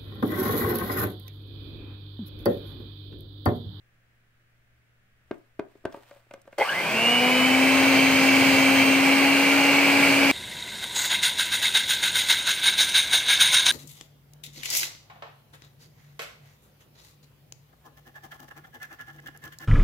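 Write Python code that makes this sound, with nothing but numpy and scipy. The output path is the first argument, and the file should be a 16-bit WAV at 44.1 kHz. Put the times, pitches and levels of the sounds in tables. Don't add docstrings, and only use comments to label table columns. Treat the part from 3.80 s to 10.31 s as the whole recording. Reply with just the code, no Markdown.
import sys
import numpy as np
from scipy import signal
from scipy.fft import rfft, irfft, next_fast_len
from scipy.io import wavfile
from scipy.ndimage import uniform_filter1d, map_coordinates

SR = 44100
rng = np.random.default_rng(int(sys.argv[2]) if len(sys.argv) > 2 else 0)


def generate_wav(sig):
    pcm = np.round(np.clip(np.atleast_2d(sig).T, -1, 1) * 32767).astype(np.int16)
    wavfile.write(sys.argv[1], SR, pcm)


def ratio(d):
    e = np.asarray(d, float) / 20
    return 10 ** e


N = 287267
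CRUISE = 270
MAINS_HZ = 120
# [f/Hz, correlation]
NEAR_ALIKE = [(60, 1), (300, 0.87), (700, 0.95), (1400, 0.51), (2500, 0.87), (5000, 0.083), (12000, 0.089)]


def unit(x):
    return x / np.sqrt(np.mean(x ** 2) + 1e-20)


def along(points, hz):
    f, v = np.transpose(points)
    return np.interp(np.log(hz + 1), np.log(f + 1), v)


def curves(rows):
    s, *cols = np.transpose(rows)
    return [np.interp(np.arange(N) / SR, s, c) for c in cols]


def wobble(rate):
    at = np.arange(0, N + 16, 16)
    knots = rng.standard_normal(int(N * rate / SR) + 4)
    return np.interp(np.arange(N), at, map_coordinates(knots, [at * rate / SR]))


def filtered(x, response):
    m = next_fast_len(N + SR // 2)
    return irfft(rfft(x, m) * response(np.fft.rfftfreq(m, 1 / SR)), m)[..., :N]


def shaped(spectrum):
    return lambda hz: ratio(along(spectrum, hz))


def rush(gain, alike, pulse=1):
    def mid_side_gain(hz):
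        turn = np.arccos(np.clip(along(alike, hz), -1, 1)) / 2
        return gain(hz) * [np.cos(turn), np.sin(turn)]

    mid, side = filtered(pulse * rng.standard_normal((2, N)), mid_side_gain)
    return unit(np.array([mid + side, mid - side]))


def resonances(peaks, f):
    return sum(ratio(db) * 1j * f * w / (c * c - f * f + 1j * f * w) for c, w, db in peaks)


def ring(modes, t, scatter_db):
    out = 0
    for hz, db, t60 in modes:
        level = ratio(db + scatter_db * rng.standard_normal() - 60 * t / t60)
        out = out + level * np.sin(2 * np.pi * hz * t)
    return out


def burst(t, lo_hz, hi_hz, t60):
    band = signal.butter(2, [lo_hz, hi_hz], "bandpass", fs=SR, output="sos")
    return unit(signal.sosfilt(band, rng.standard_normal(len(t)))) * ratio(-60 * t / t60)


def room(x):
    # [f/Hz, t60/s]
    decay = [(200, 0.26), (1000, 0.29), (4000, 0.15), (12000, 0.013)]
    hz, t, z = signal.stft(rng.standard_normal((2, SR // 3)), SR, nperseg=256)
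    tail = signal.istft(z * ratio(-60 * t / along(decay, hz)[:, None]), SR, nperseg=256)[1]
    late = np.pad(x, (250, 0))[None]
    return signal.fftconvolve(late, tail / np.linalg.norm(tail[0]), axes=1)[:, :len(x)]


def kitchen():
    # [f/Hz, level/dB]
    floor = [(20, -3), (40, -25), (65, -7.5), (95, -16), (190, -18), (300, -23.5), (700, -25), (950, -31),
             (1650, -19), (2600, -25.5), (4200, -36), (9000, -42), (13000, -41), (16000, -40)]
    # [f/Hz, correlation]
    floor_alike = [(60, 0.9), (240, 0.51), (950, 0.13), (3770, -0.21), (15000, -0.15)]
    # [f/Hz, level/dB]
    fridge = [(118.4, -70.5)]
    t, hum = np.arange(N) / SR, 0
    for hz, db in fridge:
        level = ratio(db + 1.0 * wobble(3.4)) * np.sqrt(2)
        hum = hum + level * np.sin(2 * np.pi * hz * t + 0.18 * wobble(5.5))
    return ratio(-65.5) * rush(shaped(floor), floor_alike) + hum * ratio([[1.3], [-1.3]])


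def whisk_drag():
    # [t/s, level at the height/dB]
    strokes = [
        (1.52, -71.5),
        (1.9, -75),
        (2.14, -63.5),
        (2.3, -67),
        (2.55, -77),
        (2.75, -67.5),
    ]
    # [f/Hz, level/dB per Hz]
    wire_colour = [(200, -58), (500, 6.5), (2500, 0.5), (4500, -7), (6500, -12), (8500, -8), (10000, -15),
                   (16000, -10)]
    rises_db_per_s, falls_db_per_s = 167, 70
    t, drag = np.arange(N) / SR, 0
    for s, db in strokes:
        drag = drag + ratio(db - np.where(t < s, rises_db_per_s * (s - t), falls_db_per_s * (t - s)))
    catches = ratio(2.0 * wobble(40) + 2.3 * wobble(440))
    return drag * ratio(5.0) * rush(shaped(wire_colour), NEAR_ALIKE, catches)


def bright_ticks():
    # [t/s, peak/dB]
    ticks = [(1.51, -61), (1.5808, -63), (1.7938, -53), (1.9744, -67), (2.0532, -43), (2.1246, -58),
             (2.5097, -59), (2.5375, -46), (2.6165, -53), (2.6768, -61), (2.7257, -63), (2.784, -35)]
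    out, t = np.zeros(N), np.arange(SR // 20) / SR
    for s, db in ticks:
        out[round(s * SR):][:len(t)] += ratio(db - 1.5) * burst(t, 5200, 15000, 0.021)
    return out


def cup():
    # [t/s, peak/dB, thump/dB, wall/dB, wire tick/dB]
    knocks = [(1.5102, -28.5, -0.5, -8, -25), (1.793, -27, -5, -6, -34), (1.954, -62, 6, -4, -8),
              (2.041, -52, -2, -18, -21), (2.0521, -23, -3.5, -10, -21), (2.124, -52, -9, 3, 7),
              (2.143, -33.5, -14, -16, -26), (2.171, -48.5, -2, -17, -19), (2.31, -47, -31, -1, -1),
              (2.361, -53, -20, -15, -11), (2.466, -64, -6, -9, -17), (2.509, -40, -22, -3, -26),
              (2.537, -36, -20, -7, -6.5), (2.576, -59, -11.5, -14, -19), (2.653, -57, -1, -11, -10),
              (2.675, -44, -20, -7, -21), (2.727, -46, -26, 0, -11)]
    # [f/Hz, level/dB, t60/s]
    base = [(342, -15, 0.017), (425, 0, 0.03), (163, -12, 0.044)]
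    # [f/Hz, level/dB, t60/s]
    rim = [(636, 4, 0.017), (884, -6.5, 0.025), (1140, -2.5, 0.019)]
    # [f/Hz, level/dB, t60/s]
    air = [(556, -2.5, 0.086)]
    # [f/Hz, level/dB, t60/s]
    wall = [(985, -7, 0.052), (1404, 0, 0.019), (1564, -3, 0.03), (2140, -8, .025), (2480, -10, 0.027)]
    rebound_s, rebound_db, contact_s = 0.0033, -4, 0.0013
    plate_db, plate_t60 = -22, 0.16
    out, t = np.zeros((2, N + SR)), np.arange(SR // 4) / SR
    for s, db, thump_db, wall_db, tick_db in knocks:
        pressed = t * (1 + 0.02 * rng.standard_normal())
        body = ratio(thump_db + 11) * ring(base, pressed, scatter_db=4.0)
        body = body + 0.98 * ring(rim, pressed, scatter_db=2.0)
        body = body + ratio(-0.45 * (thump_db + 24)) * ring(air, pressed, scatter_db=3.0)
        crack = ratio(-0.5) * ring(wall, pressed, scatter_db=2.5) + ratio(-2) * burst(t, 1200, 2460, 0.02)
        body = body + ratio(wall_db) * crack
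        body = body + ratio(rebound_db) * np.interp(t - rebound_s, t, body, left=0)
        blow = body * (1 - np.exp(-t / contact_s))
        blow = blow + ratio(plate_db) * burst(t, 350, 1230, plate_t60)
        blow = blow + ratio(tick_db - 6.0) * burst(t, 2700, 5800, 0.021)
        blow = ratio(db) * blow
        out[:, round(s * SR):][:, :len(t)] += blow + ratio(-14.5) * room(blow)
    no_bass = signal.butter(2, 130, "highpass", fs=SR, output="sos")
    return signal.sosfilt(no_bass, out[:, :N])


def effort(speed):
    # [t/s, level/dB]
    digging = [(3.2, -45.5), (3.52, -44.5), (4.43, -36.5), (4.5, -42), (4.68, -34.5), (4.88, -40.5),
               (5.02, -37.5), (5.04, -41), (5.66, -47.5), (5.78, -46.5), (6.3, -40.5), (6.51, -42.5)]
    (dig_db,), decades = curves(digging), np.log10(speed / CRUISE)

    def grows(cruise_db, db_per_decade, floor_db, dig_share):
        dug = dig_share * (dig_db - dig_db.max())
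        return ratio(cruise_db + db_per_decade * decades + dug) + ratio(floor_db)

    snatch = ratio(-33) * np.exp(-((np.arange(N) / SR - 2.84) / 0.03) ** 2)
    churn = ratio(dig_db + 60 * np.minimum(decades + 0.085, 0))
    rattle = grows(-30, 77, -32, 0.22)
    housing = grows(-23.5, 66, -85, 0.11) + snatch
    hiss = grows(-34.5, 100, -43, 0.19)
    return [20 * np.log10(g) for g in (churn, rattle, housing, hiss)]


def orders(family, db, turns, unsteady_db, gains=None, rate=25):
    t, out = np.arange(N) / SR, 0
    for i, (order, side, rel_db) in enumerate(family):
        cycles = round(order) * turns + MAINS_HZ * np.sign(side) * t + rng.random()
        phase = 2 * np.pi * (cycles % 1)
        level = ratio(np.float32(rel_db + unsteady_db * wobble(rate)))
        if gains is not None:
            level = level * gains[i]
        out = out + level * np.sin(np.float32(phase))
    return out * ratio(db) * np.sqrt(2)


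def spun_db(speed):
    return 60 * np.log10(np.minimum(speed / 248, 1))


def gear_jolts():
    # [t/s, level/dB]
    jolts = [
        (2.7815, -13.5),
        (2.799, -9),
        (2.809, -3),
        (2.816, -0.5),
        (2.824, -2.5),
    ]
    # [f/Hz, level/dB, t60/s]
    handle = [(580, 2.5, 0.022), (810, 0.5, 0.038), (2070, 2.5, 0.022), (2500, -11, 0.039),
              (3210, -11, 0.018)]
    out, t = np.zeros(N), np.arange(SR // 4) / SR
    for s, db in jolts:
        blow = ratio(db - 10) * ring(handle, t, scatter_db=2.0)
        out[round(s * SR):][:len(t)] += blow * (1 - np.exp(-t / 0.0017))
    return out


def shaft_unbalance(speed, turns):
    # [shaft order, mains sideband, level/dB]
    unbalance = [(1, 0, 0), (1, 1, -27)]
    # [f/Hz, width/Hz, level/dB]
    grip = [(266.5, 25.5, -0.5)]
    rock = (speed / CRUISE) ** 2 * abs(resonances(grip, speed))
    return orders(unbalance, -21, turns, unsteady_db=0.57, gains=[rock, rock])


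def gear_mesh(speed, turns):
    # [shaft order, mains sideband, level/dB]
    teeth = [(10, 0, 0), (10, 1, -7), (15, 0, -14), (20, 0, -24), (11, 0, -17)]
    # [f/Hz, width/Hz, level/dB]
    gearbox = [(2720, 380, 0)]
    mesh = abs(resonances(gearbox, 10 * speed))
    return orders(teeth, -31.5 + spun_db(speed), turns, unsteady_db=2.0, gains=[mesh] * len(teeth))


def slot_whine(speed, turns):
    # [shaft order, mains sideband, level/dB]
    slots = [(12, -1, 0), (12, 0, 0), (12, 1, -4)]
    # [f/Hz, width/Hz, level/dB]
    casing = [(650, 120, -0.5), (1140, 240, -4), (1650, 130, 3.5), (2090, 110, 5), (2500, 190, 1.5),
              (2836, 204, 12.5), (3050, 170, 0.5)]
    standstill_db, eases_db = -21.5, 24.5
    slot_hz = [abs(12 * speed + MAINS_HZ * np.sign(side)) for _, side, _ in slots]
    lift = [abs(resonances(casing, hz)) / (1 + (hz / 3200) ** 24) for hz in slot_hz]
    level_db = standstill_db - eases_db * speed / CRUISE
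    return orders(slots, level_db, turns, unsteady_db=3.0, gains=np.power(lift, 1.3))


def commutator_tone(speed, turns):
    # [shaft order, mains sideband, level/dB]
    bars = [(24, 0, 0), (24, -1, -15)]
    # [f/Hz, width/Hz, level/dB]
    vents = [(2930, 230, 8.5), (6455, 150, 0), (6640, 130, -5.5)]
    vent = abs(resonances(vents, 24 * speed)) ** 2
    return orders(bars, -43.5, turns, unsteady_db=2.0, gains=[vent, vent])


def gear_knocking(speed, turns, rattle_db):
    # [shaft order, mains sideband, level/dB re rattle]
    knocking = [(2, 0, -14.5), (3, 0, -13.5), (4, 0, -21), (5, 0, -22)]
    pulling_db = 5 * np.clip((268 - speed) / 15, 0, 1)
    return orders(knocking, rattle_db + 1.5 * spun_db(speed) + pulling_db, turns, unsteady_db=4.0)


def brush_tones(turns, hiss_db):
    # [shaft order, mains sideband, level/dB re hiss]
    spark_lines = [(23, 0, -26), (27, 0, -24), (28, 0, -25), (29, 0, -26), (32, 0, -26), (34, 0, -27),
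                   (36, 0, -26), (42, 0, -29), (46, 0, -28), (47, 0, -27), (49, 0, -28)]
    return orders(spark_lines, hiss_db + 3, turns, unsteady_db=4, rate=3.13)


def batter_churn(churn_db):
    # [f/Hz, level/dB per Hz]
    churn_colour = [(13, -57), (22, -18), (48, -20), (129, -1), (226, -12.5), (240, -6), (310, -8),
                    (530, -120)]
    return ratio(churn_db + 1.0) * rush(shaped(churn_colour), NEAR_ALIKE, ratio(0.9 * wobble(13)))


def gear_rattle(speed, rattle_db, teeth_pulse):
    # [f/Hz, level/dB per Hz]
    rattle_colour = [(90, -56), (160, -4), (300, -4), (550, 1), (800, -1), (1100, -3), (1350, -6),
                     (1600, -0.5), (1850, -8.5), (3200, -7), (4000, -102)]
    rumble_hz, rumble_speed = 527, 238
    rattle = ratio(rattle_db + 0.56) * rush(shaped(rattle_colour), NEAR_ALIKE, teeth_pulse)
    missing = np.clip(1 - (speed / rumble_speed) ** 2, 0, 1)
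    return rattle - missing * filtered(rattle, lambda f: 1 / (1 + (f / rumble_hz) ** 4))


def housing_ring(speed, housing_db, teeth_pulse):
    # [f/Hz, width/Hz, level/dB]
    housing_peaks = [(2090, 270, -4.5), (2312, 208, 2.5), (2546, 98, -12)]
    # [f/Hz, width/Hz, level/dB]
    shell = [(2585, 330, 0)]
    shell_db, db_per_decade = -37, 520
    housing = rush(lambda f: resonances(housing_peaks, f) ** 1.81 * (f > 250), NEAR_ALIKE, teeth_pulse)
    singing = rush(lambda f: resonances(shell, f) ** 2, NEAR_ALIKE, teeth_pulse)
    sing_gain = ratio(shell_db + db_per_decade * np.log10(speed / CRUISE))
    return ratio(housing_db + 0.93) * housing + sing_gain * singing


def patchy(x, depth_db):
    z = signal.stft(x, nperseg=512)[2]
    field = uniform_filter1d(rng.standard_normal(z.shape[1:]), size=5, axis=0)
    field = uniform_filter1d(field, size=40, axis=1)
    return signal.istft(z * ratio(depth_db * unit(field)), nperseg=512)[1][:, :N]


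def brush_hiss(hiss_db, spark_pulse):
    # [f/Hz, level/dB per Hz]
    hiss_colour = [(1760, -12), (3000, -3), (3760, -7.5), (4130, -5.5), (4650, -4.5), (6050, -13),
                   (6540, -11), (7020, -15.5), (8560, -10), (9320, -16.5), (14800, -16), (15600, -18),
                   (16300, -46)]
    hiss = rush(lambda f: shaped(hiss_colour)(f) * (f > 900), NEAR_ALIKE, spark_pulse)
    return ratio(hiss_db + 3.0) * patchy(hiss, depth_db=1.0)


def motor():
    # [t/s, shaft turns/s]
    run_up = [(2.775, 28.0), (2.815, 51.2), (2.86, 96.0), (2.94, 156.0), (3.0, 180.0), (3.08, 206.0),
              (3.18, 224.9), (3.3, 239.7), (3.5, 252.6), (3.8, 264.0), (4.05, 269.5), (4.35, 268.4),
              (4.65, 270.8), (4.8, 269.3), (5.1, 269.9), (5.4, 275.4), (6.0, 280.3), (6.45, 276.9)]
    speed, = curves(run_up)
    t = np.arange(N) / SR
    shake = 0.002 * wobble(60) + 0.012 * np.clip(1 - speed / 200, 0, 1) * wobble(250)
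    turns = np.cumsum(speed) / SR + shake
    churn_db, rattle_db, housing_db, hiss_db = effort(speed)

    tones = gear_jolts() + shaft_unbalance(speed, turns) + gear_mesh(speed, turns)
    tones = tones + slot_whine(speed, turns) + commutator_tone(speed, turns)
    tones = tones + gear_knocking(speed, turns, rattle_db) + brush_tones(turns, hiss_db)

    shaft, mains = np.cos(2 * np.pi * turns), np.cos(2 * np.pi * MAINS_HZ * t)
    load = 0.3 * wobble(20)
    teeth_pulse = ratio(0.6 * shaft + 0.9 * mains + load)
    spark_pulse = ratio(0.9 * shaft + 0.5 * mains + load + 0.4 * wobble(700))
    noise = batter_churn(churn_db) + gear_rattle(speed, rattle_db, teeth_pulse)
    noise = noise + housing_ring(speed, housing_db, teeth_pulse) + brush_hiss(hiss_db, spark_pulse)

    on = np.clip((t - 2.779) / 0.006, 0, 1)
    answer = ratio(-17) * room(filtered(on * tones, lambda hz: hz > 400))
    return on * (tones + answer + noise)


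def scene():
    # [f/Hz, left minus right/dB]
    lean = [(60, 0.0), (110, 0.5), (230, 4.8), (500, 1.3), (1290, 1.4), (2380, -0.6), (4400, -5.0),
            (10000, -1.5)]

    def lead(hz):
        half_log_gain = along(lean, hz) / 2 / 20 * np.log(10)
        return half_log_gain + 1j * np.pi * hz * 3.7e-5

    near = whisk_drag() + bright_ticks() + cup() + motor()
    return kitchen() + filtered(near, lambda hz: np.exp([lead(hz), -lead(hz)]))


def top_cut(x):
    return signal.sosfilt(signal.butter(12, 16480, fs=SR, output="sos"), x)


def record(dry):
    mix = filtered(dry, lambda hz: hz < 15730)
    return top_cut(mix)


dry = scene()
out = record(dry)
generate_wav(out)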